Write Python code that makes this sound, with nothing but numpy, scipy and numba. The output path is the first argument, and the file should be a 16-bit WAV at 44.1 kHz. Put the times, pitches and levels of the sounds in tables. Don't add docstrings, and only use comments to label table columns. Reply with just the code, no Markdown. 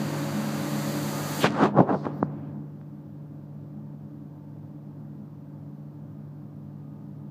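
import sys
import numpy as np
from scipy import signal
from scipy.fft import rfft, irfft
from scipy.io import wavfile
from scipy.ndimage import uniform_filter1d, minimum_filter1d
from numba import njit

SR = 44100
rng = np.random.default_rng(int(sys.argv[2]) if len(sys.argv) > 2 else 0)


def dump_mix(stems):
    frames = np.atleast_2d(stems).T
    limited = np.clip(frames, -1, 1)
    pcm = np.round(limited * 32767).astype(np.int16)
    wavfile.write(sys.argv[1], SR, pcm)


N = 321930
TIME = np.arange(N) / SR

WHINE_HZ, WHINE_DB, WHINE_FADE_S = 1235.5, -50.5, 0.077
MOVE_START_S, MOVE_END_S = 1.07, 1.3
# f/Hz, level/dB, change as the phone moves/dB, unsteadiness/0-1
MACHINE_TONES = [(147.3, -34, -2, .12), (212.4, -35, -11.5, 0.5), (296.3, -38, -3.5, 0.4),
                 (344.4, -45.5, -9.5, 0.6), (554.2, -44, -4, 0), (586.6, -47.5, -3.5, 1),
                 (879, -64, 12.5, 0.9), (1180, -62.5, 6.5, 0.39), (1170, -67, 2.5, 0.8),
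                 (1564, -62, 6, 0.8), (1647, -67.5, 10, 0.6), (1880, -61, 3, 0.3)]
# start/s, end/s
WHINE_SPANS = [(1.12, 1.9), (6.12, 7.3)]


def machines():
    clock_s = np.cumsum(1 + 0.00064 * walk(1.8)) / SR
    moved = np.interp(TIME, (MOVE_START_S, MOVE_END_S), (0, 1))
    hum = sum(undb(db + change_db * moved) * tone(hz, clock_s, sway)
              for hz, db, change_db, sway in MACHINE_TONES)
    whining = sum(swell(start, end, WHINE_FADE_S, WHINE_FADE_S) for start, end in WHINE_SPANS)
    return hum + undb(WHINE_DB) * whining * tone(WHINE_HZ, clock_s, sway=0.333)


# f/Hz, density/(dB per Hz)
AIR_SPECTRUM = [(25, -101), (60, -90), (110, -68), (260, -60.5), (420, -68), (900, -68.5), (1500, -73.5),
                (2300, -79.5), (3400, -83), (4500, -79.5), (5300, -88), (7000, -83.5), (9500, -89.5),
                (12500, -87), (15000, -89.5)]
# f/Hz, width/Hz, level/dB
DUCT_MODES = [(104.6, 18, -48), (164.4, 13, -49), (206.5, 15, -39), (284.6, 40, -42), (4650, 420, -56),
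              (6150, 620, -58), (6860, 240, -59), (7520, 398, -59.5)]
# t/s, level/dB
TREBLE_CURVE = [(0, -2.5), (.45, -1.5), (.8, 3), (1.25, 4.5), (1.42, 8.5), (1.52, 1.5)]


def fans():
    air = coloured(AIR_SPECTRUM) * undb(0.18 * walk(4))
    for hz, width_hz, db in DUCT_MODES:
        level = undb(db + 0.67 * walk(3))
        air += level * narrow_band(rng.standard_normal(N), hz, 0.86 * width_hz / hz)
    treble = signal.sosfilt(signal.butter(1, 5500, "high", fs=SR, output="sos"), air)
    treble_gain = undb(np.interp(TIME, *np.transpose(TREBLE_CURVE)))
    return air + (treble_gain - 1) * treble


OPEN_HZ = 17800
# start/s, length/s, leak corner after/Hz, air pocket resonance after/Hz
FINGER_PRESSES = [(1.421, 0.059, 1643, 10200), (1.645, 0.091, 320, 1760), (2.23, 0.54, 68.6, 1590)]


def port():
    octaves = np.full((2, N), np.log2(OPEN_HZ))
    for start, length, *targets_hz in FINGER_PRESSES:
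        progress = np.clip((TIME - start) / length, 0, 1)
        octaves += progress * (np.log2(targets_hz)[:, None] - octaves)
    return 2 ** octaves


def seal(sound, leak_hz, pocket_hz):
    leaked = filt(sound, "low", leak_hz, 2) + filt(sound, "band", leak_hz, 2) / 2
    return filt(leaked, "low", pocket_hz, 1.385)


SLIPS_PER_S, SKIN_HISS_HZ = 6000, 3020
DARKEN_OCT, FLATTEN_S, LIGHT_TOUCH_OCT = 0.16, 0.018, 0.11
# mid t/s, level/dB, rise/s, hold/s, fall/s, body/Hz, brightness/Hz, relative hiss/dB
RUB_STROKES = [(1.455, -18, 0.011, .02, .012, 302, 2650, -11),
               (1.652, -16, 0.054, 0.012, .015, 300, 1250, -22),
               (1.793, -11, 0.019, 0.006, 0.024, 176, 1027, -38),
               (1.92, -21.5, 0.011, 0.059, 0.015, 323, 1136, -37),
               (2.061, -31, 0.018, 0.011, 0.04, 290, 1280, -27.5)]


def rubs():
    slips = (rng.random(N) < SLIPS_PER_S / SR) * rng.standard_normal(N)
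    slips += 0.21 * rng.standard_normal(N)
    hiss = unit(filt(filt(slips, "band", SKIN_HISS_HZ, 0.85), "low", 5700, 4.1))
    out = np.zeros(N)
    for t, db, rise, hold, fall, body_hz, bright_hz, hiss_db in RUB_STROKES:
        pressure = swell(t - hold / 2, t + hold / 2, rise, fall)
        flattening = np.tanh((TIME - t) / FLATTEN_S)
        brightness = 2 ** (-DARKEN_OCT * flattening - LIGHT_TOUCH_OCT * (1 - pressure))
        friction = muffled(slips, bright_hz * brightness) / np.sqrt(brightness)
        body = unit(filt(friction, "band", body_hz, 0.6))
        roar = unit(filt(friction, "high", 0.8 * body_hz)) + undb(-4) * body
        out += undb(db) * pressure * (unit(roar) + undb(hiss_db) * hiss)
    return out


KNOCK_OPEN_HZ, KNOCK_SEALED_HZ = 2300, 1120
# t/s, peak level/dB
FINGER_KNOCKS = [(1.4421, -10.5), (1.4439, -5), (1.46, -16.5), (1.6334, -12), (1.659, -11), (1.775, -10.5),
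                 (1.8037, -7.5), (2.0667, -15.5), (2.2282, -7)]


def knocks(leak_hz, pocket_hz):
    out, push = np.zeros(N), signal.unit_impulse(2048)
    for t, db in FINGER_KNOCKS:
        now = int(t * SR)
        openness = leak_hz[now] / OPEN_HZ
        bright_hz = KNOCK_SEALED_HZ + openness * (KNOCK_OPEN_HZ - KNOCK_SEALED_HZ)
        thud = filt(muffled(push, bright_hz), "low", pocket_hz[now], damping=0.64)
        add_pulse(out, t, db, thud + 1.8 * filt(thud, "band", 210, 0.81))
    return out


# start/s, end/s, level/dB, f/Hz
DRY_SLIDES = [(1.427, 1.443, -30.5, 2980), (1.93, 2.05, -62.5, 4350), (2.135, 2.246, -72, 4500),
              (2.16, 2.19, -71, 14200), (2.316, 2.51, -73, 2260)]


def slides():
    friction, out = rng.standard_normal(N), np.zeros(N)
    for start, end, db, hz in DRY_SLIDES:
        contact = swell(start, end, rise_s=0.016, fall_s=0.016)
        out += undb(db) * contact * narrow_band(friction, hz, damping=0.58)
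    return out


# t/s, peak level/dB, f/Hz
CASE_TICKS = [(1.5062, -31, 4660), (1.524, -34, 4500), (1.8045, -51, 6050), (2.055, -35, 2450),
              (2.814, -43.5, 1100)]


def ticks():
    out, push = np.zeros(N), signal.unit_impulse(2048)
    for t, db, hz in CASE_TICKS:
        click = filt(push, "band", hz, 1.1)
        add_pulse(out, t, db, filt(click, "low", 1.2 * hz))
    return out


# f/Hz, density/(dB per Hz)
MIC_SPECTRUM = [(30, -108), (1500, -111), (3000, -114.5), (5000, -117), (9500, -125), (12000, -121),
                (15000, -115)]


def mic_hiss():
    return coloured(MIC_SPECTRUM)


def undb(db):
    return 10 ** (np.asarray(db) / 20)


def unit(x):
    return x / np.sqrt(np.mean(x ** 2))


def walk(rate_hz):
    hz = np.arange(N // 2 + 1) * SR / N
    return unit(irfft(rfft(rng.standard_normal(N)) * np.exp(-(hz / rate_hz) ** 2), N))


def tone(hz, clock_s, sway):
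    drift = 1 + sway * (walk(4) + 1j * walk(4))
    return unit(np.real(drift * np.exp(2j * np.pi * (hz * clock_s + rng.random()))))


def coloured(points):
    hz, db = np.transpose(points)
    bins_hz = np.maximum(np.arange(N // 2 + 1) * SR / N, 1)
    gain = undb(np.interp(np.log(bins_hz), np.log(hz), db))
    return irfft(rfft(rng.standard_normal(N)) * gain, N) * np.sqrt(SR / 2)


@njit
def svf(x, g, damping):
    y, band_state, low_state = np.empty((3, len(x))), 0., 0.
    for i in range(len(x)):
        band = (band_state + g[i] * (x[i] + 1e-18 - low_state)) / (1 + g[i] * (g[i] + damping))
        low = low_state + g[i] * band
        band_state, low_state = 2 * band - band_state, 2 * low - low_state
        y[0, i], y[1, i], y[2, i] = low, damping * band, x[i] - damping * band - low
    return y


def filt(x, kind, hz, damping=np.sqrt(2)):
    g = np.tan(np.pi * np.minimum(hz, 0.45 * SR) / SR) * np.ones(len(x))
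    return svf(x, g, float(damping))[["low", "band", "high"].index(kind)]


def narrow_band(x, hz, damping):
    return unit(filt(filt(x, "band", hz, damping), "band", hz, damping))


def muffled(x, hz):
    for damping in (1.9, 1.4, 0.62):
        x = filt(x, "low", hz, damping)
    return filt(filt(x, "high", 170, 0.6), "high", 68, 0.77)


def swell(start, end, rise_s, fall_s):
    return np.exp(-np.maximum(np.maximum((start - TIME) / rise_s, (TIME - end) / fall_s), 0))


def add_pulse(out, t, peak_db, pulse):
    start = int(t * SR)
    out[start:start + len(pulse)] += undb(peak_db) * pulse / np.abs(pulse).max()


def scene():
    leak_hz, pocket_hz = port()
    train = seal(machines() + fans(), leak_hz, pocket_hz)
    handling = rubs() + slides() - knocks(leak_hz, pocket_hz) - ticks()
    return (train + handling)[None]


def record(dry):
    ceiling, top_hz = 0.7, 15250
    sound = dry + mic_hiss()
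    gain = ceiling / np.maximum(np.abs(sound), ceiling)
    held = minimum_filter1d(gain, size=361)
    smoothed = uniform_filter1d(uniform_filter1d(held, size=181), size=181)
    return signal.sosfilt(signal.ellip(10, 0.1, 80, top_hz, fs=SR, output="sos"), smoothed * sound)


dry = scene()
out = record(dry)
dump_mix(out)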